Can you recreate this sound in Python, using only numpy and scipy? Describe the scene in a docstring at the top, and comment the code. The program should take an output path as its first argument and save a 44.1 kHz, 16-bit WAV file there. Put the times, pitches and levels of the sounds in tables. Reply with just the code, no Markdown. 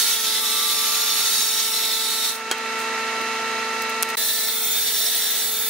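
"""A circular saw on a combination woodworking machine rips a strip off a long board in a workshop.
Over the hum of the drive the teeth tear the wood and ring the steel blade, which squeals and sings in the kerf.
From 2.5 s the blade runs free, humming, whistling and rattling, while the strip knocks down and the
wood is handled. At 4.16 s the sound drops out briefly; then a second cut is heard from close by.
Throughout, a gain control turns the level down whenever the treble is loud."""
import sys
import numpy as np
from scipy import signal
from scipy.fft import rfft, irfft
from scipy.io import wavfile
from scipy.ndimage import uniform_filter1d

SR = 44100
rng = np.random.default_rng(int(sys.argv[2]) if len(sys.argv) > 2 else 0)


def materialize(psi):
    """Save the field psi as 16-bit PCM at rate SR to the path in sys.argv[1].

    A 1-D psi becomes a single channel; in a 2-D psi each row is a channel.
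    """
    bounded = np.clip(np.atleast_2d(psi).T, -1, 1)
    quanta = np.round(bounded * 32767).astype(np.int16)
    wavfile.write(sys.argv[1], SR, quanta)


N = 250929
TIME = np.arange(N) / SR
FREQ = np.maximum(np.arange(N // 2 + 1) * SR / N, 1)
OPPOSITE = np.array([[1], [-1]])  # sign of the side signal, left and right
BREAK_START_S, BREAK_END_S = 4.155, 4.1705


def undb(db):
    """Decibels to amplitude ratio."""
    return 10 ** (np.asarray(db) / 20)


def curves(table):
    """Linear interpolation of each column over the time in the first."""
    times, *columns = np.transpose(table)
    return [np.interp(TIME, times, column) for column in columns]


def arch(start, length):
    """Half-sine envelope: it swells and dies away."""
    return np.sin(np.pi * np.clip((TIME - start) / length, 0, 1))


def colour(points):
    """Frequency response through (frequency [Hz], level [dB]) points."""
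    hz, db = np.transpose(points)
    return undb(np.interp(np.log(FREQ), np.log(hz), db))


def resonance(hz, width):
    """Response of a damped oscillator, with gain 1 at its centre."""
    return 1 / (1 + 1j * (FREQ ** 2 - hz ** 2) / (FREQ * width))


def lifted(modes):
    """Resonance peaks add in power to a flat response."""
    return np.sqrt(1 + sum(abs(undb(db) * resonance(hz, width)) ** 2 for hz, width, db in modes))


def reflections(t60):
    """Diffuse decay: the response of dense, exponentially fading reflections, with unit energy."""
    tail = rng.standard_normal(N) * np.exp(-np.log(1000) * TIME / t60)
    return rfft(tail / np.sqrt(np.sum(tail ** 2)))


def shape(x, response):
    """Linear filtering by multiplication of spectra."""
    return irfft(rfft(x) * response, N)


def unit(x, band):
    """Normalise a stereo sound so that its mid signal has rms 1 within a band."""
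    return x / np.std(shape(x.mean(0), (FREQ > band[0]) & (FREQ < band[1])))


def walk(rate_hz):
    """Random modulation: low-pass noise with standard deviation 1."""
    real, imag = rng.standard_normal((2, len(FREQ)))
    noise = irfft((real + 1j * imag) / (1 + (FREQ / rate_hz) ** 4), N)
    return noise / noise.std()


def pan(db):
    """Channel gains for a level difference, left minus right."""
    return undb(OPPOSITE * db / 2)


def spread(sound, width, near_t60=0.11, far_t60=1.0, far_db=-1):
    """Decorrelation: table and fence reflect differently to each side, and the far walls blur the sound."""
    side = undb(far_db) * reflections(far_t60) + reflections(near_t60)
    return sound + OPPOSITE * shape(sound, side * colour(width) / np.hypot(1, undb(far_db)))


def tone(turns, order, waver_db=0.5, drift_rad=0.37):
    """A spectral line locked to the spindle; moving air modulates its level and phase."""
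    amplitude = np.sqrt(2) * undb(waver_db * walk(24))
    return amplitude * np.sin(2 * np.pi * (order * turns + rng.random()) + drift_rad * walk(8.7))


def chatter(hz, width, side_db=-6):
    """Narrow-band noise: a mode driven by rough rubbing beats faster the wider its band is."""
    mid, side = shape(rng.standard_normal((2, 2, N)), 1 / np.sqrt(1 + (2 * FREQ / width) ** 6))
    real, imag = (mid + OPPOSITE[:, None] * undb(side_db) * side).swapaxes(0, 1)
    phase = 2 * np.pi * np.cumsum(hz + np.zeros(N)) / SR
    sound = real * np.cos(phase) + imag * np.sin(phase)
    return sound / sound.std()


def drive_hum(turns, level_db=-38):
    """Forced vibration: the spindle and its slower motor hum at multiples of their turn rates."""
    # lines of the drive (multiple of the spindle's turn rate [1])
    orders = [1.5, 3, 3.355, 6, 6.713]
    # strength of each line (relative level [dB])
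    levels = [-28.5, -9.5, -9, 1, -10.5]
    return undb(level_db) * sum(undb(db) * tone(turns, order) for order, db in zip(orders, levels))


def rotor_whine(turns, level_db=-34.5, side_db=-15, air_db=-8.0, puff_depth=0.26):
    """Aerodynamic sound: the spinning blade gives siren-like overtones and throws turbulent air."""
    # overtones of the blade (multiple of the turn rate [1], relative level [dB])
    overtones = [(12, -1), (18, 2.5), (24, -12), (30, -5.5), (36, -3.5), (54, -14), (66, -15), (78, -19),
                 (84, -22)]
    # spectrum of the thrown air (frequency [Hz], relative spectral density [dB])
    air_spectrum = [(18, -84), (30, -44), (187, -21.5), (237, -23.5), (410, -10), (443, -17), (591, -14.5),
                    (897, -9.5), (970, -10), (1330, -7), (1440, -8), (2760, -10), (3320, -13.5),
                    (6720, -19.5), (15500, -37)]
    # whistles in that air (frequency [Hz], bandwidth [Hz], lift [dB])
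    whistles = [(669, 46, 7), (1200, 92, -1.5), (1930, 250, 3), (3140, 9.3, -1), (2580, 350, -1.5),
                (4050, 430, 2.5), (6550, 56, 6), (11000, 160, 4.5)]
    # stereo width of the air (frequency [Hz], side against mid [dB])
    air_width = [(60, -10), (110, -13), (200, -26), (380, -17), (700, -17), (1290, -5.5), (2380, -8),
                 (4400, -0.5), (8120, 1.5), (15000, 5)]
    direct, diffuse = (sum(undb(db) * tone(turns, order) for order, db in overtones) for _ in range(2))
    siren = direct + OPPOSITE * undb(side_db) * diffuse
    puffs = 1 + puff_depth * np.cos(2 * np.pi * 6 * turns)  # six a turn
    air = spread(puffs * undb(0.37 * walk(22)) * rng.standard_normal(N), air_width)
    air = unit(shape(air, colour(air_spectrum) * lifted(whistles)), band=(520, 850))
    # in the second cut the board screens the rotor, the siren more and more as the board advances
    since = TIME - BREAK_START_S
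    siren_screen_db = (since > 0) * (-5 - 1.5 * since)
    air_screen_db = (since > 0) * -4
    return pan(-2.4) * undb(level_db) * (siren * undb(siren_screen_db) + air * undb(air_db + air_screen_db))


def teeth(turns, count=48, uneven_db=4, scatter_db=28):
    """Impulse train, one blow per tooth: each has its own bite, and the grain differs at every blow."""
    passes = np.arange(1, int(turns[-1] * count))
    arrival = np.interp(passes, turns * count, np.arange(N))
    tooth_db = uneven_db * rng.standard_normal(count)[passes % count]
    grain_db = scatter_db * (2 * rng.random(N)[passes] - 1)
    # a windowed sinc places each blow between samples
    taps = arrival.astype(int)[:, None] + np.arange(-5, 7)
    offset = taps - arrival[:, None]
    blows = undb(tooth_db + grain_db)[:, None] * np.sinc(offset) * np.cos(np.pi * offset / 12) ** 2
    train = np.bincount(taps.ravel() % N, blows.ravel(), N)
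    return (train - train.mean()) / train.std()


def splinters(per_second=14, size_db=2, decay_s=0.00095):
    """Brittle fracture: splinters snap out at random, each raising the tearing for a moment."""
    chance, size = rng.random((2, N))
    snaps = (chance < per_second / SR) * size * undb(size_db)
    return 1 + signal.lfilter([1], [1, -np.exp(-1 / (decay_s * SR))], snaps)


def disc_ring(tearing, level_db=-2.5, t60=0.13, shift_hz=1.5):
    """Free vibration: the disc's many weak modes ring on, their mix shifting as the contact wanders."""
    weights = np.array([walk(shift_hz) for _ in range(3)])
    weights = weights / np.linalg.norm(weights, axis=0)
    return tearing + undb(level_db) * sum(w * shape(tearing, reflections(t60)) for w in weights)


def cut(turns, feed, response, span, rasp_db, spray_db, rasp_slope, spray_slope):
    """Source and filter: blows and tearing fibres ring the blade, chips spray; both follow the feed."""
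    # hard and soft grain, where the teeth snag or slip through (time [s], level change [dB])
    snags = [(.365, 3), (.425, -4.5), (.48, 0), (1.275, 2.5), (1.345, 2.5), (1.405, 2), (1.47, 0.5),
             (1.6, 4), (1.71, -4), (1.77, 2), (1.95, 1.5), (2.13, 2.5), (2.25, 2.5), (4.49, 2), (4.765, 3),
             (4.82, 0.5), (4.87, 1.5)]
    # stereo width of the cut (frequency [Hz], side against mid [dB])
    cut_width = [(60, -5), (110, 4), (200, 0), (380, 0.5), (700, -6.5), (1290, -8), (2380, -13),
                 (4400, -1.5), (8120, 0.5), (15000, 2)]
    effort_db = curves(feed)[0]
    easing_db = effort_db - effort_db.max()
    snag_db = sum(db * np.exp(-((TIME - s) / 0.019) ** 2) for s, db in snags)
    judder = undb(0.66 * walk(25) + 0.17 * walk(400))
    wobble = 1 + 0.025 * np.cos(2 * np.pi * turns)  # the blade rubs harder once a turn
    blows = shape(teeth(turns), 1 / (1 + (FREQ / 4500) ** 4))
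    tearing = judder * wobble * splinters() * (rng.standard_normal(N) + undb(-7) * blows)
    sound = spread(disc_ring(tearing), cut_width)
    treble = 1 / (1 + (8000 / FREQ) ** 8)
    bite = unit(shape(sound, response * (1 - treble)), band=(3000, 7000))
    spray = unit(shape(sound, response * treble), band=(9000, 15500))
    # as the contact wanders, the main ring leans towards its lower or its upper modes
    detune = (FREQ - 3800) / 500
    bite = bite + 0.085 * walk(2.0) * shape(bite, detune * np.exp(-detune ** 2 / 2))
    rasp = bite * undb(rasp_db + rasp_slope * easing_db + snag_db)
    chips = spray * undb(spray_db + spray_slope * easing_db)
    in_wood = np.interp(TIME, span, [0, 1, 1, 0])
    return in_wood * (pan(-0.92) * rasp + pan(-0.7) * chips)


def squeal(width_hz=85, flare_db=2.0, flare_hz=14):
    """Friction excitation: the kerf pinches the blade and one mode squeals, flaring as the feed judders."""
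    # squeal in the first and in the second cut (time [s], pitch [Hz], level [dB])
    first_squeal = [(0.0, 5520, -36), (.45, 5460, -38), (.85, 5420, -27), (1.0, 5485, -29.5),
                    (1.25, 5500, -25), (1.42, 5440, -22), (1.58, 5500, -27), (1.8, 5490, -32),
                    (2.3, 5330, -39)]
    second_squeal = [(4.17, 5420, -34.5), (4.32, 5430, -29), (4.65, 5440, -35.5), (4.87, 5420, -28),
                     (5.02, 5410, -24), (5.38, 5470, -29), (5.47, 5440, -43), (5.7, 5440, -47)]
    out = 0
    for table in (first_squeal, second_squeal):
        hz, db = curves(table)
        during = (TIME >= table[0][0]) & (TIME <= table[-1][0])
        out = out + during * undb(db + flare_db * walk(flare_hz)) * chatter(hz, width_hz, side_db=-25.5)
    return pan(-1.4) * out


def ringing():
    """Selective resonance: as the board moves on, rubbing picks out one blade mode after another."""
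    # single modes (start [s], length [s], frequency [Hz], bandwidth [Hz], level [dB])
    modes = [(-.1, 0.41, 3340, 70, -29), (-.1, 0.49, 4525, 40, -31), (-.1, 0.46, 4850, 50, -33),
             (-.1, 0.29, 10950, 160, -32), (0.38, 0.95, 1210, 130, -36), (0.4, 1.1, 11730, 80, -28),
             (0.42, 0.3, 3860, 110, -28), (0.7, 1.0, 6930, 60, -33), (1.05, 0.55, 3540, 60, -28),
             (1.2, 0.45, 3810, 120, -26.5), (1.7, 0.42, 4515, 40, -30), (1.7, 0.6, 7980, 170, -33),
             (1.8, 0.5, 3735, 35, -26), (1.9, 0.4, 9040, 70, -34), (1.92, 0.38, 4070, 60, -29.5),
             (4.15, 0.45, 4050, 50, -30), (4.68, 0.8, 9030, 120, -33), (4.7, 1.1, 11730, 90, -31),
             (4.8, 1.1, 10620, 100, -32)]
    return pan(-3.4) * sum(undb(db) * arch(start, length) ** 0.15 * chatter(hz, width)
                           for start, length, hz, width, db in modes)


def singing(turns):
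    """Frequency locking: rubbing in the kerf holds the blade on multiples of its turn rate."""
    # notes of the blade (start [s], length [s], multiple of the turn rate [1], level [dB])
    notes = [(-.1, 0.29, 19, -31), (0.365, 0.91, 16, -28), (0.366, 0.82, 18, -35), (.92, 0.19, 19, -31),
             (1.168, 0.19, 19, -30.5), (1.75, 1, 24, -40), (4.15, 0.39, 24, -32.5)]
    out = 0
    for start, length, order, db in notes:
        swell = arch(start, length) ** 0.52  # a power under 1 sets in fast and holds
        out = out + undb(db) * swell * tone(turns, order, waver_db=-0.5, drift_rad=0.29)
    return pan(-1.0) * out


def rattle(hz=1905, sway_hz=28, width_hz=90, level_db=-37):
    """Frequency modulation: a thin rattle warbles in pitch while the blade runs free."""
    running_free = np.interp(TIME, [2.4, 2.7, BREAK_START_S, BREAK_END_S], [0, 1, 1, 0])
    warble = chatter(hz + sway_hz * walk(15), width_hz, side_db=-8)
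    return pan(-2.0) * running_free * warble * undb(level_db)


def knocks(room_db=-15, room_t60=0.23, side_db=-5):
    """Impact excitation: each contact cracks and rings the strip's modes; the workshop reverberates."""
    # modes of the strip (frequency [Hz], relative level [dB], t60 [s])
    strip_modes = [(302, -14, 0.05), (406, -8, 0.039), (480, -8, 0.055), (574, -10, 0.04), (800, -5, 0.04),
                   (1340, -11, 0.061), (1470, -5, 0.11), (1680, -8, 0.08), (2216, -13, 0.085),
                   (3219, 1, 0.08), (4310, -6, 0.07), (6660, -5, 0.055), (7920, -5, 0.045)]
    # knocks and ticks (time [s], crack level [dB], crack centre [Hz], crack t60 [s], ring level [dB])
    contacts = [(2.513, -11.5, 3600, 0.022, -15.5), (2.513, -20, 650, 0.03, -47),
                (2.52, -20.5, 1550, 0.091, -40), (2.581, -29, 6500, .02, -53),
                (2.844, -24, 1300, 0.0067, -65), (3.018, -38, 1900, 0.013, -64),
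                (3.203, -29, 220, 0.1, -50), (3.213, -32, 2200, 0.09, -48), (3.819, -24, 10000, .045, -48),
                (3.895, -29, 7000, 0.049, -54), (4.026, -6, 8400, 0.0088, -44),
                (4.031, -4.5, 2980, 0.007, -40), (4.09, -26, 7000, 0.032, -62),
                (4.101, -26, 7000, .04, -55)]
    out = np.zeros((2, N))
    t = TIME[:SR // 2]
    ring = sum(undb(db - 60 * t / t60) * np.sin(2 * np.pi * (hz * t + rng.random()))
               for hz, db, t60 in strip_modes)
    for start, crack_db, hz, t60, ring_db in contacts:
        mid, side = shape(rng.standard_normal((2, N)), resonance(hz, 3.0 * hz) ** 2)
        crack = mid + OPPOSITE * undb(side_db) * side
        envelope = undb(crack_db - 60 * np.maximum(TIME - start, 0) / t60) * (TIME >= start)
        out += envelope * crack / crack.std()
        onset = int(start * SR)
        out[:, onset:onset + len(t)] += undb(ring_db) * ring
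    room = np.array([reflections(room_t60), reflections(room_t60)])
    radiated = (1j * FREQ / (110 + 1j * FREQ)) ** 3  # narrow boards radiate almost no bass
    return pan(-0.78) * shape(out, radiated * (1 + undb(room_db) * room))


def slide(start_s=2.775, length_s=0.07, level_db=-35.5):
    """Sliding friction: the board scuffs off the iron table in uneven slips."""
    slips = rng.standard_normal((2, N)) * undb(4.0 * walk(200))
    scuff = shape(slips, resonance(7700, 5000))
    return scuff / scuff.std() * undb(level_db) * arch(start_s, length_s)


def gain_control(x, threshold_db=-27, ratio=2.34, range_db=10, detect_s=0.022, recover_db_per_s=21):
    """Compression: loud treble turns everything down, so the hum sinks in a cut and swells back after."""
    treble = shape(x, 1 / (1 + (3000 / FREQ) ** 8))
    power = shape(np.mean(treble ** 2, axis=0), 1 / (1 + 2j * np.pi * FREQ * detect_s))
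    over_db = 10 * np.log10(np.maximum(power, 1e-12)) - threshold_db
    reduction_db = np.clip(over_db * (1 - 1 / ratio), 0, range_db)
    recovered_db = recover_db_per_s * TIME
    return x * undb(recovered_db - np.maximum.accumulate(reduction_db + recovered_db))


def scene():
    """Superposition: one spindle drives the hum and both cuts; between them the wood is handled."""
    # spindle speed, sagging under load and recovering when free (time [s], turn rate [Hz])
    first_speed = [(0.0, 73.9), (0.42, 73.4), (2.21, 74.0), (2.49, 74.4), (4.05, 74.4)]
    second_speed = [(4.27, 73.9), (5.58, 73.8)]
    # how hard the board is fed into the teeth (time [s], relative effort [dB])
    first_feed = [(0.0, -16), (0.14, -19), (0.19, -23.5), (0.49, -22), (1.13, -21), (1.34, -18.5),
                  (1.81, -24), (2.21, -28), (2.27, -22.5), (2.36, -35), (2.38, -42), (2.46, -62)]
    second_feed = [(4.18, -28), (4.3, -24), (4.38, -27), (4.62, -30), (4.73, -26.5), (4.95, -24.5),
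                   (5.2, -24), (5.4, -25.5), (5.52, -29.3), (5.69, -30.5)]
    # spectrum of the torn wood (frequency [Hz], relative level [dB])
    first_wood = [(30, -17), (150, -17), (400, -7.5), (800, -9), (1400, -2), (2100, 2.5), (2800, -3),
                  (3700, 5), (5100, 2), (6400, 1), (7300, -1), (10500, 4), (12500, 1), (15700, 0.5)]
    second_wood = [(30, -15.5), (150, -17), (300, -10), (520, -10), (700, -1), (1100, -8.5), (1500, -0.5),
                   (2100, 2), (2800, -4.5), (3700, -2), (5100, -5.5), (6400, -3.5), (7300, -5.5),
                   (10500, 1.5), (12500, -2), (15700, 2)]
    # blade resonances (frequency [Hz], bandwidth [Hz], first cut lift [dB], second cut lift [dB])
    blade_modes = [(2660, 70, 8, -2), (3030, 130, 7.5, 4), (3330, 85, 5, 12), (3525, 85, 6, 14),
                   (3635, 75, 5, 15), (3738, 45, 6, -1), (3840, 110, 7, -4), (3955, 45, 0, 12),
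                   (4055, 70, 5, 15), (4205, 60, 6, 10), (4473, 100, 7, 13), (4860, 110, 1, 8),
                   (5445, 95, 10, 11), (5710, 60, 4, 9), (6110, 100, 4, 8.5), (6290, 75, 10, 10),
                   (6917, 80, 11, 10), (7457, 30, 6, 13), (8050, 80, 5, 13), (8446, 40, 6, 9),
                   (9040, 55, 4, 9), (10607, 60, 5, 5), (10850, 100, 3, 0), (11710, 75, 5, 7),
                   (13090, 50, 3, 8), (13650, 85, 2, 6), (14100, 65, 4, 11), (15435, 50, -3, 14.5),
                   (15700, 60, 8.5, 12)]
    turns = np.cumsum(curves(np.vstack([first_speed, second_speed]))[0]) / SR
    first_response = colour(first_wood) * lifted(np.array(blade_modes)[:, [0, 1, 2]])
    second_response = colour(second_wood) * lifted(np.array(blade_modes)[:, [0, 1, 3]])
    # span: when the teeth enter the wood, are fully in, begin to leave and are clear [s]
    first = cut(turns, first_feed, first_response, span=(-1, -0.5, 2.36, 2.5),
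                rasp_db=-12.5, spray_db=-16.5, rasp_slope=0.96, spray_slope=0.89)
    second = cut(turns, second_feed, second_response, span=(4.155, 4.157, 6, 7),
                 rasp_db=-18, spray_db=-18, rasp_slope=1.0, spray_slope=0.69)
    machine = drive_hum(turns) + rotor_whine(turns)
    rubbing = squeal() + ringing() + singing(turns)
    return machine + first + rubbing + rattle() + knocks() + slide() + second


def record(dry, ceiling=0.85, dropout_db=-35, top_hz=15725):
    """Compression, soft clipping of the sharpest clicks, a dropout between the cuts, a steep low-pass."""
    compressed = gain_control(dry)
    rounded = compressed / (1 + (compressed / ceiling) ** 4) ** 0.25
    dropout = np.where((TIME > BREAK_START_S) & (TIME < BREAK_END_S), undb(dropout_db), 1)
    low_pass = 1 / np.sqrt(1 + np.minimum(FREQ / top_hz, 1.1) ** 1600)
    return shape(rounded * uniform_filter1d(dropout, size=120), low_pass)


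dry = scene()
out = record(dry)
materialize(out)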